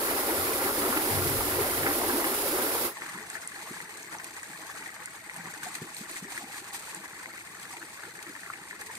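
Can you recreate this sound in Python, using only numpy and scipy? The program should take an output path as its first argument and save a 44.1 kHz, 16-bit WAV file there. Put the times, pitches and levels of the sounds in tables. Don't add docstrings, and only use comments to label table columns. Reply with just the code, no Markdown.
import sys
import numpy as np
from scipy import signal
from scipy.fft import rfft, irfft, next_fast_len
from scipy.io import wavfile
from scipy.ndimage import map_coordinates

SR = 44100
rng = np.random.default_rng(int(sys.argv[2]) if len(sys.argv) > 2 else 0)


def int16_out(signal):
    q = np.round(np.clip(np.atleast_2d(signal).T, -1, 1) * 32767)
    wavfile.write(sys.argv[1], SR, q.astype(np.int16))


N = 396009
TIME = np.arange(N) / SR


def amp(db):
    return 10 ** (np.asarray(db) / 20)


def unit(x):
    return x / np.sqrt(np.mean(x ** 2) + 1e-20)


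def along(points, hz):
    freqs, values = np.transpose(points)
    return np.interp(np.log(hz + 1), np.log(freqs + 1), values)


def curve(points):
    return np.interp(TIME, *np.transpose(points))


def wobble(rate):
    return map_coordinates(rng.standard_normal(int(N * rate / SR) + 4), [TIME * rate])


def surges(rows, attack_s, release_s):
    rows = np.array(rows)
    shapes = [np.minimum((TIME - s) / attack_s, 1 - (TIME - s - hold) / release_s)
              for s, hold in rows[:, :2]]
    return rows[:, 2:].T @ np.clip(shapes, 0, 1)


def decaying(kicks, fall_s):
    return signal.lfilter([1], [1, -np.exp(-1 / (fall_s * SR))], kicks)


def filtered(x, response):
    size = next_fast_len(N + 8192)
    return irfft(rfft(x, size) * response(np.fft.rfftfreq(size, 1 / SR)), size)[..., :N]


def coloured(x, spectrum):
    return unit(filtered(x, lambda hz: amp(along(spectrum, hz))))


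def noise():
    return rng.standard_normal((2, N))


def add(track, s, sound):
    room = track[..., round(s * SR):][..., :sound.shape[-1]]
    room += sound[..., :room.shape[-1]]


def placed(pair, coherence, balance, lag):
    angle = lambda hz: np.arccos(np.clip(along(coherence, hz), 0, 1)) / 2
    mid, side = filtered(pair, lambda hz: np.array([np.cos(angle(hz)), np.sin(angle(hz))]))
    half = np.array([[.5], [-.5]])
    delay_s = lambda hz: half * along(lag, hz) / 1000
    ears = lambda hz: amp(half * along(balance, hz)) * np.exp(-2j * np.pi * hz * delay_s(hz))
    return filtered(np.array([mid + side, mid - side]), ears)


def ring(cycle, life, rise, onset):
    age = cycle / life
    envelope = amp(-60 * age) * (1 - np.exp(-cycle / onset))
    return envelope * np.sin(2 * np.pi * cycle * (1 + rise * age / 2))


def bubbles(rate, low_hz, high_hz, life, spread_db, rise, samples):
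    when, pitch, loudness, lasting = rng.random((2 * int(rate * N / SR), 4)).T[..., None]
    hz = low_hz * (high_hz / low_hz) ** pitch
    strength = hz * amp(-spread_db * np.log(.02 + loudness))
    waves = strength * ring(hz * np.arange(samples) / SR, life * 2 ** (2 * lasting - 1), rise, 0.15)
    places = (when * 2 * N).astype(int) + np.arange(samples)
    swarms = np.bincount(places.ravel(), waves.ravel(), 2 * N)
    return unit(swarms[:2 * N].reshape(2, N))


def droplets(rate, spread_db):
    hits = rng.random((2, N)) < rate / SR
    return unit(hits * noise() * amp(spread_db * np.clip(noise(), -2, 2)))


# (frequency [Hz], relative level [dB])
OUTDOOR_SPECTRUM = [(20, -33), (45, -19), (85, 7), (130, 6), (250, 0), (600, -37)]
def outdoors():
    return amp(-66.5) * coloured(noise(), OUTDOOR_SPECTRUM)


# (frequency [Hz], relative level [dB])
RUMBLE_SPECTRUM = [(12, -38), (20, 16), (59, 16), (86, 23), (173, -8), (200, -3.5), (260, -36), (440, -120)]
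# (time [s], level [dB])
RUMBLE_ENVELOPE = [(0, -55), (0.7, -53), (2.15, -52), (2.3, -66), (2.85, -62)]
def rumble():
    return amp(curve(RUMBLE_ENVELOPE) + 1.2 * wobble(3.1)) * coloured(noise(), RUMBLE_SPECTRUM)


# (time [s], duration [s], level [dB])
BOOM_SWELLS = [(0.363, 0.044, -44.5), (1.09, 0.2, -35.5), (1.506, 0.052, -41), (1.745, 0.085, -44.5)]
# (time [s], level [dB], frequency [Hz])
BOOM_THUMPS = [(1.257, -23.5, 146), (1.282, -30, 100), (1.372, -30, 45)]
def boom(hz=92, waver_hz=3.16, rest_db=-63, attack_s=0.035, fall_db_per_s=69):
    envelope = amp(rest_db + wobble(9.4))
    for s, hold, db in BOOM_SWELLS:
        attack = np.clip((TIME - s) / attack_s, 0, 1)
        fall_db = fall_db_per_s * np.maximum(TIME - s - hold, 0)
        envelope = np.maximum(envelope, attack * amp(db - fall_db))
    shudder = amp(1.1 * wobble(44.7))
    tone = shudder * np.sin(2 * np.pi * np.cumsum(hz + waver_hz * wobble(30.5)) / SR)
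    flutter_spectrum = [(15, -8), (40, -7), (90, 4), (150, 10), (260, -53), (600, -90)]
    flutter = amp(-5 + 1.8 * wobble(35.9)) * coloured(noise()[0], flutter_spectrum)
    drone, t = envelope * (tone + flutter), np.arange(SR // 4) / SR
    for s, db, pitch in BOOM_THUMPS:
        add(drone, s, amp(db) * ring(pitch * t, life=11, rise=0.15, onset=0.8))
    return drone * amp([[2.5], [-3]])


# (frequency [Hz], relative level [dB])
SPRAY_SPECTRUM = [(1290, -9), (2200, -10), (3130, -7), (5130, -5), (6100, -10), (7010, -7), (8270, -8),
                  (9670, -1.5), (11200, -1.5), (14800, -3.5), (15700, -5)]
def spray(surge, level_db=-30):
    mist = noise() + amp(-8.5) * droplets(rate=2000, spread_db=4)
    return amp(level_db + 0.63 * surge + 0.59 * wobble(90)) * coloured(mist, SPRAY_SPECTRUM)


# (time [s], level [dB], centre frequency [Hz], 60 dB decay time [s])
SHEET_SLAPS = [(0.23, -27, 800, 0.063), (0.925, -25, 1300, .09), (0.969, -21, 1830, .05),
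               (1.405, -24, 1000, .05), (1.831, -21, 1750, .05), (1.862, -19.5, 1600, 0.071),
               (2.016, -22.5, 830, 0.036), (2.096, -24, 1200, .06), (2.241, -21.5, 1600, 0.056),
               (2.582, -22.5, 1050, 0.071), (2.626, -25, 1010, .04), (2.749, -26, 970, 0.037)]
def slaps(rise_s=0.002, width_octaves=0.55):
    pair, t = np.zeros((2, N)), np.arange(SR // 5) / SR
    hz = np.fft.rfftfreq(len(t), 1 / SR) + 1
    for s, db, pitch, t60 in SHEET_SLAPS:
        band = np.exp(-.5 * (np.log2(hz / pitch) / width_octaves) ** 2)
        cloud = unit(irfft(rfft(rng.standard_normal(len(t))) * band, len(t)))
        add(pair[0], s, cloud * amp(db - 60 * t / t60) * (1 - np.exp(-t / rise_s)))
    return pair


# (frequency [Hz], relative level [dB])
SPLUTTER_SPECTRUM = [(60, -3), (150, -3), (370, 4), (520, -14), (1200, -50)]
# (time [s], level [dB], start frequency [Hz],
# final frequency [Hz], 60 dB decay time [s], glide time [s], relative splutter [dB])
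TANK_POCKETS = [(0.775, -19.5, 354, 400, 0.11, 0.036, -10), (0.828, -22, 273, 302, .12, 0.026, -20),
                (0.888, -21, 240, 270, .15, .03, -20), (0.96, -18, 294, 330, 0.11, 0.027, -15),
                (1.075, -32, 247, 249, 0.61, 0.033, -22), (1.438, -29.5, 280, 288, 0.33, .03, -13),
                (1.585, -18, 396, 440, 0.15, 0.031, -17), (1.88, -23, 285, 297, 0.16, 0.027, -24),
                (2.128, -24, 260, 295, 0.28, 0.023, -18), (2.52, -21, 305, 336, 0.12, 0.038, -22),
                (2.665, -22, 283, 310, 0.11, 0.03, -20)]
DITCH_POCKETS = [(3.137, -42, 150, 219, 0.31, 0.028, -6), (3.708, -20.5, 200, 400, 0.041, 0.016, -3.5),
                 (3.822, -35, 130, 300, 0.076, 0.027, -2), (4.623, -39, 327, 400, 0.09, 0.042, -12),
                 (5.372, -41, 150, 176, 0.28, 0.016, -13), (5.44, -39.5, 151, 174, 0.22, 0.025, -10),
                 (5.615, -47, 159.5, 176, 0.41, .03, -14), (5.655, -34, 572, 875, 0.17, 0.03, -29),
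                 (5.816, -30, 144, 330, 0.1, 0.032, -3), (6.002, -31.5, 140, 340, 0.15, 0.027, -10),
                 (6.094, -36, 250, 330, 0.062, 0.013, -8), (6.222, -33, 145, 432, 0.18, 0.0334, -9),
                 (6.372, -39, 372, 450, 0.11, .025, -16), (6.402, -39.5, 830, 810, .25, .03, -32),
                 (6.428, -43, 200, 342, 0.22, 0.021, -15), (6.473, -38, 780, 850, 0.083, .02, -30),
                 (6.615, -36, 325, 380, 0.074, 0.018, -13), (6.963, -41, 165, 200, 0.21, 0.027, -5),
                 (7.733, -36, 857, 1045, .12, 0.035, -30), (8.06, -37.5, 395, 470, 0.12, 0.04, -10),
                 (8.266, -35, 287, 400, 0.07, .03, -5), (8.29, -33.5, 300, 400, 0.073, .03, -7)]
def gulps(pockets, onset_s, waver, rough_db):
    pair, t = np.zeros((2, N)), np.arange(SR // 4) / SR
    modulators = wobble(190), wobble(110), coloured(noise()[0], SPLUTTER_SPECTRUM)
    for s, db, start_hz, final_hz, t60, glide_s, splutter_db in pockets:
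        shudder, sway, tearing = (np.interp(s + t, TIME, x) for x in modulators)
        envelope = amp(db - 60 * t / t60 + rough_db * shudder) * (1 - np.exp(-t / onset_s))
        climb = 1 - np.exp(-(t / glide_s) ** 2)
        pitch = (start_hz + (final_hz - start_hz) * climb) * np.exp(waver * sway)
        tone = np.sin(2 * np.pi * np.cumsum(pitch) / SR)
        add(pair[0], s, envelope * (tone + amp(splutter_db) * tearing))
    low_cut = [(40, -24), (90, -11), (150, -1.35)]
    return filtered(pair, lambda hz: amp(along(low_cut, hz)))


# (frequency [Hz], bandwidth [Hz], level [dB])
AIR_MODES = [(248.3, 15, -52.5), (287, 15, -50), (348, 57, -44), (552, 29, -55), (794, 7.3, -54),
             (1394, 14, -52)]
def tank_resonance(source, swell_rate=11):
    ringing = np.zeros((2, N))
    for hz, width, db in AIR_MODES:
        resonator = lambda f: 1j * f * width / (hz * hz - f * f + 1j * f * width)
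        ringing += amp(db + wobble(swell_rate)) * unit(filtered(source, resonator))
    return ringing


# (frequency [Hz], relative level [dB])
CHURN_SPECTRUM = [(76, -45), (130, -20), (178, -28), (247, -16.5), (410, -3.5), (520, -7), (612, -10),
                  (796, -9), (900, -8.5), (1250, -10.5), (1500, -13.5), (2050, -10.5), (3000, -31.5),
                  (3900, -63), (6600, -120)]
# (time [s], duration [s], level change [dB])
SHEET_PLUNGES = [(0.07, 0.051, 2), (0.27, 0.033, 3), (0.46, 0.029, 2.5), (0.59, 0.088, 2), (0.81, 0.043, 3),
                 (0.92, 0.069, 1), (1.09, 0.045, 1), (1.57, 0.067, 1.5), (1.84, 0.037, 2.5),
                 (2.03, 0.22, 0.9), (2.35, 0.11, -1.5), (2.53, 0.071, 1), (2.72, 0.25, -0.5)]
def churn(surge, level_db=-33.5):
    plunge_db, = surges(SHEET_PLUNGES, attack_s=0.019, release_s=0.065)
    foam = bubbles(1100, low_hz=191.8, high_hz=2903, life=31, spread_db=-1.25, rise=0.28, samples=1600)
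    boil = foam + amp(5) * noise()
    direct = amp(level_db) * coloured(boil, CHURN_SPECTRUM)
    return amp(plunge_db + 0.23 * surge) * (direct + tank_resonance(boil))


# (frequency [Hz], coherence [0-1])
TANK_COHERENCE = [(100, 0.9), (400, 0.97), (600, 0.97), (850, 0.62), (1400, 0.2), (1900, 0.81), (2400, 0),
                  (10000, 0.06)]
# (frequency [Hz], left minus right [dB])
TANK_BALANCE = [(90, 2), (380, 0.5), (600, 2), (900, 3.5), (1400, 6), (1900, 0.5), (2700, -9), (4200, 0.5),
                (6500, -1), (9000, -3.5), (12300, -9.5), (14200, 1.5)]
# (frequency [Hz], left ear delay [ms])
TANK_DELAY = [(350, 0.076), (800, 0.15), (1500, 0.191)]
def tank(start_pan_db=0.34, drift_db_per_s=-0.2):
    surge = wobble(27.85)
    gush = churn(surge) + gulps(TANK_POCKETS, onset_s=0.0088, waver=0.057, rough_db=0.5)
    gush += spray(surge) + rumble() + slaps()
    pan = amp((start_pan_db + drift_db_per_s * TIME) * np.array([[.5], [-.5]]))
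    return pan * placed(gush, TANK_COHERENCE, TANK_BALANCE, TANK_DELAY)


# (frequency [Hz], relative level [dB])
SWIRL_SPECTRUM = [(65, -45), (110, -12.5), (172, -5.5), (242, -9), (338, -0.5), (375, -7), (438, -4),
                  (569, -30.5), (650, -1), (840, -17), (1430, -120)]
def swirl(gain_db, level_db=-57):
    large = bubbles(130, low_hz=139.3, high_hz=626, life=15.2, spread_db=1.1, rise=0.42, samples=3500)
    return amp(level_db + gain_db) * coloured(large + amp(7) * noise(), SWIRL_SPECTRUM)


# (frequency [Hz], relative level [dB])
DROP_SPECTRUM = [(1470, -13.5), (2500, 2), (2780, -7.5), (3200, -6), (4380, -2.5), (5520, -9), (6150, -3.5),
                 (6900, -4.5), (8490, 0.5), (10200, -9.5), (12600, -11), (14800, -18), (15700, -45)]
def spatter(gain_db, thrown_db, impacts, level_db=-48.5, grain_share=0.75):
    fizz = bubbles(710, low_hz=2614, high_hz=12850, life=145, spread_db=3, rise=0.22, samples=500)
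    drops = impacts * (amp(1) * droplets(rate=1000, spread_db=2) + amp(2) * noise()) + fizz
    grain_gain = amp(grain_share * thrown_db)
    wash_gain = np.sqrt(np.maximum(amp(thrown_db) ** 2 - grain_gain ** 2, 0))
    crackle = grain_gain * coloured(drops, DROP_SPECTRUM)
    wash = wash_gain * coloured(noise(), DROP_SPECTRUM)
    return amp(level_db + gain_db) * (crackle + wash)


def stray_drops(level_db=-56, rate=32):
    hits = rng.random(N) < rate / SR
    return amp(level_db) * unit(decaying(hits, fall_s=0.0062) * coloured(noise(), DROP_SPECTRUM))


# (time [s], relative level [dB], 60 dB decay time [s])
PUDDLE_SPLASHES = [(3.3, -22, 0.013), (3.971, -21.5, 0.042), (4.243, -22, 0.041), (4.808, -22, 0.018),
                   (5.342, -22.5, 0.023), (5.631, -20, 0.096), (5.741, -18, 0.041), (5.75, -17.5, 0.066),
                   (5.966, -22, 0.03), (6.094, -28, 0.1), (6.319, -17, 0.043), (6.376, -24, 0.046),
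                   (6.731, -21.5, 0.088), (6.79, -24.5, 0.11), (7.628, -25, 0.069), (8.226, -19.5, 0.034),
                   (8.811, -17.5, 0.03), (8.952, -17, 0.022)]
def splashes(gain_db=-14.5, rise_s=0.0012):
    envelope, t = np.zeros(N), np.arange(SR // 5) / SR
    for s, db, t60 in PUDDLE_SPLASHES:
        add(envelope, s, amp(db + gain_db - 60 * t / t60) * (1 - np.exp(-t / rise_s)))
    return envelope * coloured(droplets(rate=13000, spread_db=-3.5), DROP_SPECTRUM)


# (time [s], relative level [dB], frequency [Hz])
PLOP_BUBBLES = [(3.02, -20.5, 1900), (3.051, -37, 1600), (3.134, -36, 1890), (3.186, -29, 1850),
                (3.303, -36, 1730), (3.353, -22.5, 1670), (3.369, -25, 1880), (3.432, -32, 1500),
                (3.561, -27.5, 1820), (3.626, -37, 900), (3.803, -26, 1950), (4.148, -32, 855),
                (4.2, -31, 1700), (4.432, -28, 1790), (4.534, -31, 1720), (4.699, -30, 1700),
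                (4.713, -32, 1710), (4.825, -32, 2100), (4.892, -28, 1900), (5.02, -35, 1870),
                (5.075, -30, 1880), (5.297, -23, 2100), (5.457, -28, 1900), (5.471, -33.5, 1040),
                (5.483, -30, 1950), (5.539, -28.5, 1780), (5.632, -27, 1560), (5.753, -23.5, 1910),
                (6.165, -24, 2000), (6.322, -33, 920), (6.377, -20, 1920), (6.543, -29, 1800),
                (6.881, -37, 930), (6.93, -34, 1100), (7.056, -29, 1940), (7.2, -32, 1600),
                (7.258, -25, 2020), (7.337, -31, 2000), (7.379, -27, 2020), (7.39, -35, 2090),
                (7.735, -36, 920), (7.768, -29, 2200), (7.817, -29, 1590), (7.827, -28.5, 1660),
                (8.006, -34, 1780), (8.035, -27, 1570), (8.052, -30, 1850), (8.19, -29, 1950),
                (8.267, -28, 1920), (8.352, -29, 1770), (8.363, -29, 1870), (8.433, -29, 1750),
                (8.462, -29, 1900), (8.501, -23, 1300), (8.536, -25, 2150), (8.71, -26, 1840),
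                (8.729, -29, 1730), (8.818, -25.5, 1780), (8.899, -34, 960)]
TICK_BUBBLES = [(3.301, -24, 8100), (3.475, -18.5, 8500), (4.03, -32, 6500), (4.185, -32, 6000),
                (4.2435, -24, 9400), (4.431, -26, 8600), (4.471, -30, 8500), (5.058, -21, 8600),
                (5.364, -25, 8600), (5.539, -33, 6700), (5.947, -28, 8300), (5.966, -34, 4100),
                (5.986, -33, 11000), (6.113, -26, 9500), (6.747, -30, 8200), (6.9475, -21, 8160),
                (8.8125, -29, 9170)]
def plops(rows, shed_db, life, gap_s, scatter, gain_db=4, rise=0.16, fade_db=4):
    pair, t = np.zeros((2, N)), np.arange(SR // 12) / SR
    for s, db, hz in rows:
        add(pair[0], s, amp(db + gain_db) * ring(hz * t, life, rise, onset=0.63))
        for k in range(5):
            pitch = hz * np.exp(scatter * rng.normal())
            delay = gap_s * (k + .5 + .5 * rng.random())
            shed = amp(db + shed_db - fade_db * k) * ring(pitch * t, life, rise, onset=0.49)
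            add(pair[k % 2], s + delay, shed)
    return pair


def plinks(gain_db, level_db=-52.5):
    alike = bubbles(55, low_hz=1646, high_hz=2210, life=50, spread_db=3.5, rise=0.065, samples=1300)
    return amp(level_db + gain_db) * alike


# (frequency [Hz], relative level [dB])
BABBLE_SPECTRUM = [(280, -40), (480, -9.5), (554, -14.5), (737, -12), (798, -2.5), (1040, -6), (1120, -3.5),
                   (1250, -6), (1840, -2), (2770, -14.5), (3200, -19), (4160, -51), (7040, -120)]
def babble(gain_db, impacts, level_db=-47.5):
    small = bubbles(470, low_hz=470, high_hz=3280, life=41, spread_db=1.5, rise=0.25, samples=1200)
    return amp(level_db + gain_db) * coloured(small + amp(1) * impacts * noise(), BABBLE_SPECTRUM)


# (time [s], relative level [dB])
PIPE_FLOW = [(2.95, 2), (3.6, 0.5), (3.9, 0), (4.8, 0.5), (5.2, -2.5), (5.6, 0.5), (6.6, -1), (7.6, -1.5),
             (8.98, -1.2)]
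# (time [s], duration [s], extra babble [dB], extra spatter [dB])
PIPE_SLOSHES = [(3.0, 0.23, 2.5, 0.5), (3.32, 0.028, 3, 4.5), (3.61, 0.19, 2.5, 3), (4.11, 0.093, 4, -0.5),
                (4.43, 0.36, 1, 1.5), (4.69, 0.19, 2, 0.5), (4.98, 0.044, 5.5, 1.5), (5.34, 0.15, 4, 2),
                (5.625, 0.15, 2.5, 4), (5.78, 0.16, 1, 0.5), (5.92, 0.095, -2, 4.5), (6.08, 0.11, 1.5, 5.5),
                (6.29, 0.12, 3, 6.5), (6.51, 0.095, 2.5, 7), (6.72, 0.051, 2, 8.5), (6.845, 0.12, 4.5, 6),
                (7.01, 0.04, 3, 0.5), (7.18, 0.16, 2, 1), (8.02, 0.2, 0, 0), (8.71, 0.027, 3.5, -2),
                (8.9, 0.093, 2.5, 3)]
def stream(impacts_per_s=64):
    flow_db = curve(PIPE_FLOW)
    trapped_db, thrown_db = surges(PIPE_SLOSHES, attack_s=0.021, release_s=0.024)
    lumps = wobble(45)
    kicks = (rng.random(N) < impacts_per_s / SR) * rng.exponential(size=N)
    impacts = 1 + 0.16 * decaying(kicks, fall_s=0.014)
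    return (babble(flow_db + trapped_db + 1.4 * lumps, impacts)
            + spatter(flow_db + 1.5 * lumps, thrown_db, impacts)
            + swirl(1.2 * flow_db + 0.59 * trapped_db)
            + plinks(flow_db))


# (frequency [Hz], coherence [0-1])
DITCH_COHERENCE = [(350, .97), (600, 0.94), (1700, 0.32), (3000, 0.37), (6500, 0.065), (9000, 0.065)]
# (frequency [Hz], left minus right [dB])
DITCH_BALANCE = [(300, -0.5), (560, 5), (800, -1), (1300, 1), (1900, 6), (3000, 0), (4400, 2), (5500, 1.5),
                 (6700, 3), (8500, -6.5), (11000, 2), (12800, 12)]
# (frequency [Hz], left ear delay [ms])
DITCH_DELAY = [(300, 0.021), (520, 0.25), (1200, 0.014), (2000, 0.181)]
def ditch():
    puddle = plops(PLOP_BUBBLES, shed_db=-2.5, life=18.3, gap_s=0.0037, scatter=0.11)
    puddle += plops(TICK_BUBBLES, shed_db=-1.5, life=39, gap_s=0.00056, scatter=0.125)
    puddle += stream() + stray_drops() + splashes()
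    puddle += gulps(DITCH_POCKETS, onset_s=0.0077, waver=0.092, rough_db=3.5)
    return placed(puddle + outdoors(), DITCH_COHERENCE, DITCH_BALANCE, DITCH_DELAY)


def scene(fade_s=(2.868, 2.963)):
    near_tank = np.interp(TIME, fade_s, [1, 0])
    return (1 - near_tank) * ditch() + near_tank ** 2 * (tank() + boom())


def record(dry, top_hz=15800):
    return filtered(dry, lambda hz: np.clip((top_hz - hz) / 200, 0, 1))


dry = scene()
out = record(dry)
int16_out(out)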